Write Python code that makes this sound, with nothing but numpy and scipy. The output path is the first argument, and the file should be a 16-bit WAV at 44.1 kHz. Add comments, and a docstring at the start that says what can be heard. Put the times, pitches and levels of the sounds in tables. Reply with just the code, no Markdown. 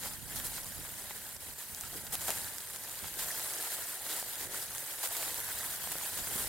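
"""Mountain bike over dry leaves

Tyres crush leaf litter: dense random fractures, filtered to a bright rustle and a dull crunch, crackle on.
Thick heaps give way in clusters; twigs and curled leaves are short bursts of resonant noise.
Knocks ring the wheel as decaying sines, and ruts and roots drum the tyre casing.
The headwind, low-passed noise that flutters softly, is strongest on the right microphone port."""
import sys
import numpy as np
from scipy import signal
from scipy.fft import rfft, irfft, next_fast_len
from scipy.io import wavfile
from scipy.ndimage import map_coordinates

SR = 44100
rng = np.random.default_rng(int(sys.argv[2]) if len(sys.argv) > 2 else 0)


def bounce(signal):
    """Save signal as a 16-bit WAV file at the path given by the first command-line argument."""
    frames = np.transpose(np.atleast_2d(signal))
    limited = np.clip(frames, -1, 1)
    pcm = np.round(limited * 32767).astype(np.int16)
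    wavfile.write(sys.argv[1], SR, pcm)


N = 285768

# relative spectrum of the packed layer's crunch: frequency_hz, density_db (per Hz)
CRUNCH_SPECTRUM = [(120, -27), (200, -22), (270, -10), (330, -5.5), (480, -3), (800, -1.5), (960, -0.5),
                   (1100, -6), (1580, -.5), (1900, -1), (2500, -8), (3230, -4), (3650, -6), (4000, -3.5),
                   (4450, -6), (4900, -4), (5700, -7.5), (7000, -4.5), (9100, -32), (15400, -120)]
# relative spectrum of the top leaves' rustle: frequency_hz, density_db (per Hz)
RUSTLE_SPECTRUM = [(4500, -27.5), (6400, -23), (7000, -2), (7450, -2), (8100, 2), (8700, 0.5), (9600, 2),
                   (10300, 1.8), (11200, 1), (13200, 1), (14800, -1.5), (16000, -3.5)]


def amp(db):
    """Level to amplitude: 20 dB is a factor of ten."""
    return 10 ** (np.asarray(db) / 20)


def unit(x):
    """Normalisation to an rms of 1."""
    return x / np.sqrt(np.mean(x ** 2) + 1e-20)


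def along(points, hz):
    """Linear interpolation of (frequency, value) points over log frequency."""
    f, v = np.transpose(points)
    return np.interp(np.log(hz + 1), np.log(f + 1), v)


def curves(rows):
    """Linear interpolation over time: one curve for each column after the time."""
    times, *columns = np.transpose(rows)
    return [np.interp(np.arange(N) / SR, times, column) for column in columns]


def wobble(knots_per_s):
    """Slow modulation: a smooth spline through random knots."""
    knots = rng.standard_normal(int(N * knots_per_s / SR) + 4)
    return map_coordinates(knots, [np.arange(N) * knots_per_s / SR])


def filtered(x, response):
    """Linear filtering: the spectrum is multiplied by a function of frequency."""
    m = next_fast_len(N + SR // 4)  # padding keeps the tail from wrapping round
    return irfft(rfft(x, m) * response(np.fft.rfftfreq(m, 1 / SR)), m)[..., :N]


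def add(track, start_s, sound):
    """Superposition: a sound is summed into a track from its start time."""
    part = track[..., max(round(start_s * SR), 0):][..., :sound.shape[-1]]
    part += sound[..., :part.shape[-1]]


def swells(rows):
    """Amplitude envelope: soft-edged bursts from (start_s, length_s, level_db) rows."""
    gain = np.zeros(N)
    for start_s, length_s, level_db in rows:
        add(gain, start_s, amp(level_db) * signal.windows.tukey(int(length_s * SR), .5))
    return gain


def fractures(rate_per_s, spread_db):
    """Brittle fracture: two random trains of single-sample cracks with log-normal, clipped sizes."""
    draws = rng.standard_normal((2, N))
    sizes = amp(spread_db * np.clip(draws, -2, 2)) * rng.choice([-1, 1], (2, N))
    return unit(sizes * (rng.random((2, N)) < rate_per_s / SR))


def collapses(rate_per_s, life_s, spread_db):
    """Relaxation: sudden starts at random times decay exponentially in power, with mean 1."""
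    sizes = amp(2 * spread_db * np.clip(rng.standard_normal(N), -2, 2))
    starts = (rng.random(N) < rate_per_s / SR) * sizes
    power = signal.lfilter([1], [1, -np.exp(-1 / (life_s * SR))], starts)
    return power / power.mean()


def patchy(x, depth_db, width, length):
    """Varied colour: smooth random gains over patches of frequency bins and time frames."""
    z = signal.stft(x, nperseg=256)[2]
    field = rng.standard_normal(z.shape[1:])
    for axis, size in enumerate([width, length]):
        field = signal.convolve(field, np.expand_dims(np.hanning(size), 1 - axis), "same")
    return unit(signal.istft(z * amp(depth_db * unit(field)), nperseg=256)[1][:, :N])


def band_noise(size, pitch_hz, sharpness, apart):
    """Resonance of noise: one band-pass response, with a weaker side signal for stereo width."""
    hz = np.fft.rfftfreq(size, 1 / SR)
    colour = 1 / np.hypot(1, sharpness * (hz / pitch_hz - pitch_hz / (hz + 1)))
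    mid, side = unit(irfft(rfft(rng.standard_normal((2, size))) * colour, size))
    return mid + np.outer([apart, -apart], side)


def at_ports(pair, spectrum):
    """Interaural-style coherence: two unrelated signals become coloured mid and side, mid at rms 1, then lean."""
    # likeness of the two ports, clipped below: frequency_hz, correlation
    likeness = [(500, 1), (850, 1), (1200, 0.78), (1800, 0.79), (2400, 0.19), (3000, 0.66), (3800, 0.052),
                (5000, .25), (6600, -0.2), (7200, 0.99), (15000, 1)]
    # left minus right: frequency_hz, difference_db
    lean = [(300, 0), (850, -0.5), (1150, -1), (1550, -6), (2000, -3.5), (2500, 6.5), (2900, 1),
            (3500, 4.5), (4700, -3), (5800, 3.5), (7000, -1), (10000, -0.9), (15000, 0.5)]

    def mid_side(hz):
        # the side-to-mid ratio tan(angle) gives a correlation of cos(2 angle)
        angle = np.arccos(np.clip(along(likeness, hz), -.9, .96)) / 2
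        return amp(along(spectrum, hz)) * np.array([np.ones_like(hz), np.tan(angle)])

    mid, side = filtered(pair, mid_side)
    both = np.array([mid + side, mid - side]) / np.std(mid)
    return filtered(both, lambda hz: amp(np.outer([.5, -.5], along(lean, hz))))


def load():
    """Work done on the litter, as a level in dB: a slow course that dips on each thin patch."""
    # how hard the tyres work the litter: time_s, level_db
    course = [(0, -44), (0.55, -42.5), (0.8, -44.5), (1.15, -45), (1.27, -46.5), (1.7, -45.5), (2.0, -45),
              (2.42, -41.5), (2.55, -44.5), (2.85, -45), (3.12, -42), (3.35, -39), (4.3, -42.5),
              (4.98, -41.5), (5.15, -39), (5.6, -40), (6.1, -39.5), (6.48, -38)]
    # thin patches where the crackle drops: start_s, length_s, depth_db
    thin_patches = [(0.125, 0.21, 5), (1.36, 0.052, 5.5), (1.525, 0.077, 2.5), (1.704, 0.073, 1),
                    (2.074, 0.041, 4.5), (4.243, 0.12, 0), (4.467, 0.056, 5), (4.63, 0.088, 2),
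                    (5.75, 0.07, 2.5), (6.065, .11, 0.5)]
    level_db, = curves(course)
    for start_s, length_s, depth_db in thin_patches:
        add(level_db, start_s, -depth_db * signal.windows.tukey(int(length_s * SR), .7))
    return level_db


def leaves():
    """Brittle fracture in two layers: bright top leaves and dull packed ones share the same collapses."""
    rustle_db, crunch_db = 0.15, -6.5  # relative to the load
    uneven_db, uneven_knots_per_s = 0.72, 24  # the litter lies unevenly
    bright_share, dull_share = .42, .5  # part of each layer's power that follows the collapses
    shared = collapses(rate_per_s=360, life_s=0.015, spread_db=1.5)
    tread = amp(load() + uneven_db * wobble(uneven_knots_per_s))
    bright = fractures(rate_per_s=13000, spread_db=4.0) * np.sqrt(1 - bright_share + bright_share * shared)
    dull = fractures(rate_per_s=5000, spread_db=1.0) * np.sqrt(1 - dull_share + dull_share * shared)
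    bright = patchy(bright, depth_db=2.0, width=7, length=8)
    dull = patchy(dull, depth_db=2.4, width=5, length=7)
    rustle = amp(rustle_db) * at_ports(bright, RUSTLE_SPECTRUM)
    crunch = amp(crunch_db) * at_ports(dull, CRUNCH_SPECTRUM)
    return tread * (rustle + crunch)


def leaf_snaps():
    """Impulsive fracture: a whole leaf breaks in a broadband burst that decays in milliseconds."""
    count, level_db, spread_db, t60_s = 170, 3, 2.5, .007  # level over the load
    gain, t = np.zeros(N), np.arange(SR // 64) / SR
    for at, strength in zip(rng.integers(N, size=count), rng.uniform(-1, 1, count)):
        add(gain, at / SR, amp(level_db + spread_db * strength - 60 * t / t60_s))
    cracks = patchy(fractures(rate_per_s=12000, spread_db=3), depth_db=4, width=15, length=7)
    colour = at_ports(cracks, RUSTLE_SPECTRUM) + amp(-6) * at_ports(cracks, CRUNCH_SPECTRUM)
    return gain * amp(load()) * colour


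def flakes():
    """Free vibration: each dry flake ticks as a decaying sine, louder at higher pitch."""
    load_db = load()
    t = np.arange(SR // 80) / SR
    at = rng.integers(N, size=1500)
    pitch_hz = rng.uniform(1400, 15000, len(at))
    scatter_db = 2.5 * np.clip(rng.standard_normal(len(at)), -2, 2)
    size_db = load_db[at] - 1.5 + scatter_db + 4.5 * np.log(pitch_hz / 9000)
    t60_s = .011
    ticks = amp(size_db[:, None] - 60 * t / t60_s) * np.sin(2 * np.pi * pitch_hz[:, None] * t)
    out = np.zeros((2, N))
    for start, tick, pan_db in zip(at, ticks, rng.normal(0, 0.69, len(at))):
        add(out, start / SR, np.outer(amp([pan_db, -pan_db]), tick))
    return out


def heaps():
    """Clustered fracture: a thick heap gives way suddenly, with its own share of dull crunch."""
    # thick heaps, the crunch relative to the level: start_s, length_s, level_db, crunch_db
    thick_heaps = [(0.02, 0.071, -44, -4.5), (0.353, 0.05, -42.5, -10), (0.441, 0.043, -39.5, -11.5),
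                   (.525, .07, -50, -4), (1.091, .035, -51, -1), (1.578, .072, -45.5, -7.5),
                   (1.833, .055, -52.5, -2), (1.951, .04, -45, -10), (2.12, 0.038, -35.5, -10.5),
                   (2.205, 0.23, -40, -8), (2.272, 0.038, -45, -11), (2.731, 0.046, -46, -5),
                   (2.905, 0.048, -44.5, -9), (3.184, 0.08, -39.5, -7), (3.714, .045, -41, -7.5),
                   (4.086, 0.14, -40.5, -9), (4.39, 0.08, -44, -5), (4.542, 0.054, -43, -4.5),
                   (5.026, .046, -36, -7), (5.1, 0.21, -42.5, -10.5), (5.687, 0.034, -42.5, -12),
                   (5.912, 0.017, -36, -7), (6.169, 0.032, -40.5, -4.5), (6.345, 0.081, -38, -14)]
    attack_s, release_share = 0.0047, 0.27  # the fade takes the last part of the length
    gains = np.zeros((2, N))
    for start_s, length_s, level_db, crunch_db in thick_heaps:
        t = np.arange(int(length_s * SR)) / SR
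        shape = np.minimum(t / attack_s, 1) * np.minimum((length_s - t) / (release_share * length_s), 1)
        add(gains, start_s, np.outer(amp([level_db, level_db + crunch_db]), shape))
    clusters = collapses(rate_per_s=1000, life_s=0.0039, spread_db=0)
    cracks = fractures(rate_per_s=16000, spread_db=3.5) * np.sqrt(clusters)
    return gains[0] * at_ports(cracks, RUSTLE_SPECTRUM) + gains[1] * at_ports(cracks, CRUNCH_SPECTRUM)


def brittle_leaves():
    """Plate resonance: a stiff curled leaf sounds its own note while it is flattened."""
    # curled leaves, levels before the trim below: start_s, length_s, level_db, pitch_hz
    curled = [(0.357, .03, -42, 4300), (.44, .04, -45, 4400), (0.527, .07, -46, 4500),
              (2.273, 0.055, -39.5, 2900), (3.038, .036, -46, 3130), (3.184, .06, -43.5, 3600),
              (4.08, 0.068, -39.5, 3730), (5.034, 0.032, -40, 3400), (5.111, 0.13, -45, 3880),
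              (5.48, 0.048, -41.5, 1550), (5.56, 0.067, -44, 4470)]
    out = np.zeros((2, N))
    for start_s, length_s, level_db, pitch_hz in curled:
        size = int(length_s * SR)
        note = band_noise(size, pitch_hz, sharpness=2.8, apart=0.39)
        add(out, start_s, amp(level_db - 6) * signal.windows.tukey(size, .5) * note)
    return out


def twigs():
    """Impulse and resonance: each snap is a click and a noise burst at the twig's pitch; stalks break at random."""
    # snapping twigs, levels before the trims below: start_s, level_db, pitch_hz, sharpness
    snaps = [(.136, -34, 4500, 1.5), (.36, -25, 12000, 1), (0.367, -30, 6000, 1), (0.399, -24, 9000, .8),
             (.468, -23, 11500, 3), (0.634, -31, 6000, 1), (.645, -28, 12000, 3), (0.851, -33, 9000, 1),
             (1.348, -32, 10000, 2), (1.366, -31.5, 5500, 2.5), (1.748, -24.5, 7550, 2.5),
             (1.81, -23, 8950, 3.7), (1.955, -34, 12000, 2), (2.068, -29.5, 4500, 1.5),
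             (2.154, -18, 9200, 0.87), (2.2825, -22, 8000, 1), (2.292, -24, 6800, 2),
             (2.296, -25, 8000, .8), (2.305, -14.5, 11000, 0.73), (2.483, -32, 5000, 1.5),
             (2.5832, -23.5, 6500, 1.3), (2.761, -27, 7500, 1.3), (2.837, -25, 8950, 2.5),
             (2.896, -30, 8000, 2.5), (2.991, -28.5, 5000, 2), (3.038, -31, 9050, 2.5),
             (3.061, -31, 4500, 1.5), (3.316, -29, 5600, 4), (3.396, -28, 7000, .8), (3.626, -24, 10700, 6),
             (4.129, -29, 4500, 1.5), (4.199, -23, 10000, 3), (4.356, -29, 10000, 2),
             (4.411, -28, 5000, 1.1), (4.75, -25, 9000, 1.5), (4.782, -24, 6540, 2.6),
             (4.794, -30, 5500, 2), (4.986, -33, 4500, 1.3), (5.074, -22.5, 9000, 2.2),
             (5.224, -27, 4000, 1), (5.229, -28, 3500, 1), (5.344, -20, 10000, 1.1), (5.403, -24, 12500, 3),
             (5.588, -22, 10000, 3.3), (5.703, -35, 4200, 2), (5.728, -32, 5000, 2),
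             (5.919, -28, 9000, 1.5)]
    t60_s = 0.0048
    stalk_db, stalk_spread_db = 5.5, 2.5  # over the load, scatter
    out, t = np.zeros((2, N)), np.arange(SR // 32) / SR
    load_db = load()
    stalks = []
    for at in rng.integers(N, size=45):
        level_db = load_db[at] + stalk_db + stalk_spread_db * rng.uniform(-1.1, 1)
        stalks.append((at / SR, level_db, rng.uniform(2800, 10300), rng.uniform(1, 3.2)))
    for start_s, level_db, pitch_hz, sharpness in stalks + snaps:
        click = np.cos(2 * np.pi * pitch_hz * t) * np.exp(-pitch_hz * t)
        burst = amp(-60 * t / t60_s) * band_noise(len(t), pitch_hz, sharpness, apart=0.47)
        add(out, start_s, amp(level_db - 4.0) * burst + amp(level_db - 6.0) * click)
    return out


def wheels():
    """Modal synthesis: sticks, bumps and debris crack against the wheel and excite its damped modes."""
    # sticks and bumps, light hard sticks higher, levels before the trim below: start_s, level_db, pitch_ratio
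    knocks = [(.058, -33, 1.4), (.4, -31.5, 2), (.581, -33.5, 1.5), (.85, -37, 1.5), (.994, -41, 1.2),
              (1.109, -32, 1.12), (1.242, -44, 1.3), (1.613, -38, 1.5), (1.836, -32, 1.8), (1.98, -39, 2.3),
              (2.132, -33, 0.86), (2.153, -28, 1.1), (2.221, -35, 1.46), (2.2825, -29, 1.05),
              (2.292, -27, 0.93), (2.3045, -21, 1.04), (3.043, -32, 1.33), (3.258, -33, 1.05),
              (3.397, -33, 1.8), (3.849, -36, 0.99), (4.065, -30.5, 0.96), (4.099, -32, 1.1),
              (4.227, -31, 1.04), (4.544, -39, 1.2), (4.748, -36, 1.7), (4.987, -35, 1.2),
              (5.038, -32, 1.05), (5.11, -30, 1), (5.153, -33, 0.97), (5.193, -32, 0.99),
              (5.211, -31, 0.96), (5.228, -32, 1.3), (5.278, -30.5, 0.9), (5.873, -28, 1),
              (5.955, -30, 0.84), (6.012, -30, 1.4)]
    # the wheel's modes before each knock's scatter: frequency_hz, level_db, t60_s
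    modes = [(533, -8, 0.015), (709, -3.5, 0.021), (903, 0, 0.0092), (1210, -2, 0.0056), (1670, -4, 0.011),
             (2200, -21, 0.0057), (3230, -7, 0.0046)]
    debris_db, debris_spread_db = -3, 3  # over the load, scatter
    crack_db, crack_hz, crack_t60_s = -9.5, 2600, 0.013  # the dry crack, relative to the knock
    out, t = np.zeros((2, N)), np.arange(SR // 16) / SR
    load_db = load()
    debris = []
    for at in rng.integers(N, size=320):
        level_db = load_db[at] + debris_db + debris_spread_db * rng.uniform(-1.2, 1)
        debris.append((at / SR, level_db, rng.uniform(0.88, 1.115)))
    for start_s, level_db, ratio in debris + knocks:
        ring = np.zeros(len(t))
        for hz, mode_db, t60_s in modes:
            decay = amp(mode_db + 1.6 * rng.normal() - 60 * t / t60_s)
            mode_hz = hz * ratio * (1 + 0.045 * rng.normal())
            ring += decay * np.sin(2 * np.pi * (mode_hz * t + rng.random()))
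        crack = amp(crack_db - 60 * t / crack_t60_s) * band_noise(len(t), crack_hz, sharpness=0.94, apart=.45)
        onset = 1 - np.exp(-t / 0.00019)
        add(out, start_s, amp(level_db - 5) * (ring * onset + crack))
    return out


def patter():
    """Dense excitation: stick strikes too close to tell apart merge into one hollow resonance of noise."""
    # runs of small sticks on the wheel: start_s, length_s, level_db
    stick_runs = [(2.125, .035, -49), (2.279, 0.037, -42.5), (3.5, .14, -58), (3.85, 0.42, -57.5),
                  (5.03, .04, -51), (5.18, 0.066, -51)]
    return swells(stick_runs) * band_noise(N, pitch_hz=733, sharpness=4.6, apart=0.11)


def tyres():
    """Forced and free vibration: knobs on hard ground drum the casing; roots thud over a low boom of tyre air."""
    # ruts and roots that drum the tyres, levels before the trim below: start_s, length_s, level_db
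    ruts = [(.77, .041, -60), (1.92, .055, -47), (2.113, 0.05, -45), (2.27, .066, -47), (3.01, 0.046, -51),
            (3.54, .1, -49.5), (4.03, 0.18, -53), (4.38, 0.25, -49), (5.19, 0.16, -56.5),
            (5.86, 0.098, -54), (6.25, 0.29, -49)]
    # relative spectrum of the casing: frequency_hz, density_db (per Hz)
    casing_spectrum = [(60, -38), (130, -6), (220, -5), (330, 0.5), (450, 3.5), (650, -3), (1000, -12),
                       (2500, -24)]
    # single roots, levels before the trim below: start_s, level_db, pitch_hz
    thuds = [(.79, -39.5, 251), (1.485, -42, 300), (1.7, -47, 220), (1.93, -40, 560), (1.956, -39, 350),
             (1.978, -39, 280), (2.035, -42, 180), (2.218, -40, 240), (4.455, -40, 270), (5.277, -41, 300),
             (5.957, -40, 380), (6.315, -42, 220), (6.356, -33.5, 280), (6.39, -44, 330)]
    t60_s, attack_s = 0.039, .001
    boom_hz, boom_db = 155, -5  # centre of the scattered pitch, level relative to the thud
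    out = amp(-6.0) * swells(ruts) * at_ports(fractures(rate_per_s=900, spread_db=4), casing_spectrum)
    t = np.arange(SR // 12) / SR
    onset = 1 - np.exp(-t / attack_s)
    for start_s, level_db, pitch_hz in thuds:
        tone = np.sin(2 * np.pi * pitch_hz * t)
        casing = 0.62 * tone + 0.73 * band_noise(len(t), pitch_hz, sharpness=1.6, apart=.15)
        # the boom decays at half the casing's rate in dB
        boom_decay = amp(boom_db - 30 * t / t60_s)
        boom = boom_decay * np.sin(2 * np.pi * boom_hz * (1 + .1 * rng.normal()) * t)
        add(out, start_s, amp(level_db - 5.0) * onset * (amp(-60 * t / t60_s) * casing + boom))
    return out


def wind():
    """Turbulent pressure: low-frequency noise buffets the ports, strongest on the right one, facing the flow."""
    # headwind, levels before the port gains below: time_s, level_db
    headwind = [(0, -51.5), (0.6, -53.5), (1.05, -59.5), (1.65, -63), (1.95, -55.5), (2.45, -57),
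                (2.62, -65), (3.2, -59), (3.55, -66.5), (4.75, -60.5), (4.97, -68), (5.5, -57.5),
                (6.05, -62), (6.48, -51.5)]
    # single gusts, levels before the port gains below: start_s, level_db
    short_gusts = [(.755, -65), (1.455, -62), (1.68, -65), (2.7, -69), (3.01, -59), (4.43, -61),
                   (5.865, -64), (6.16, -57)]
    # relative spectrum of the eddies: frequency_hz, density_db (per Hz)
    eddy_spectrum = [(15, -25), (28, -2), (45, -2), (95, 0), (140, -3), (220, -6.5), (400, -17.5),
                     (800, -29), (2500, -46)]
    gust_length_s, flutter_db, flutter_knots_per_s = 0.078, 1, 22
    buffet_db, = curves(headwind)
    strength = amp(buffet_db + flutter_db * wobble(flutter_knots_per_s))
    strength = strength + swells([(start_s, gust_length_s, level_db) for start_s, level_db in short_gusts])
    eddies = unit(filtered(rng.standard_normal((2, N)), lambda hz: amp(along(eddy_spectrum, hz))))
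    left, right = eddies * strength
    # a little of the right port's wind reaches the left
    return np.array([amp(-11) * left + amp(-18.5) * right, amp(5.5) * right])


def scene():
    """Superposition of litter, tyres, wheels and headwind in the open air."""
    litter = leaves() + leaf_snaps() + flakes() + heaps() + brittle_leaves() + twigs()
    bike = tyres() + wheels() + patter()
    return litter + bike + wind()


def record(dry):
    """Band limiting: nothing passes at or above the top frequency."""
    top_hz = 15850
    return filtered(dry, lambda hz: hz < top_hz)


dry = scene()
out = record(dry)
bounce(out)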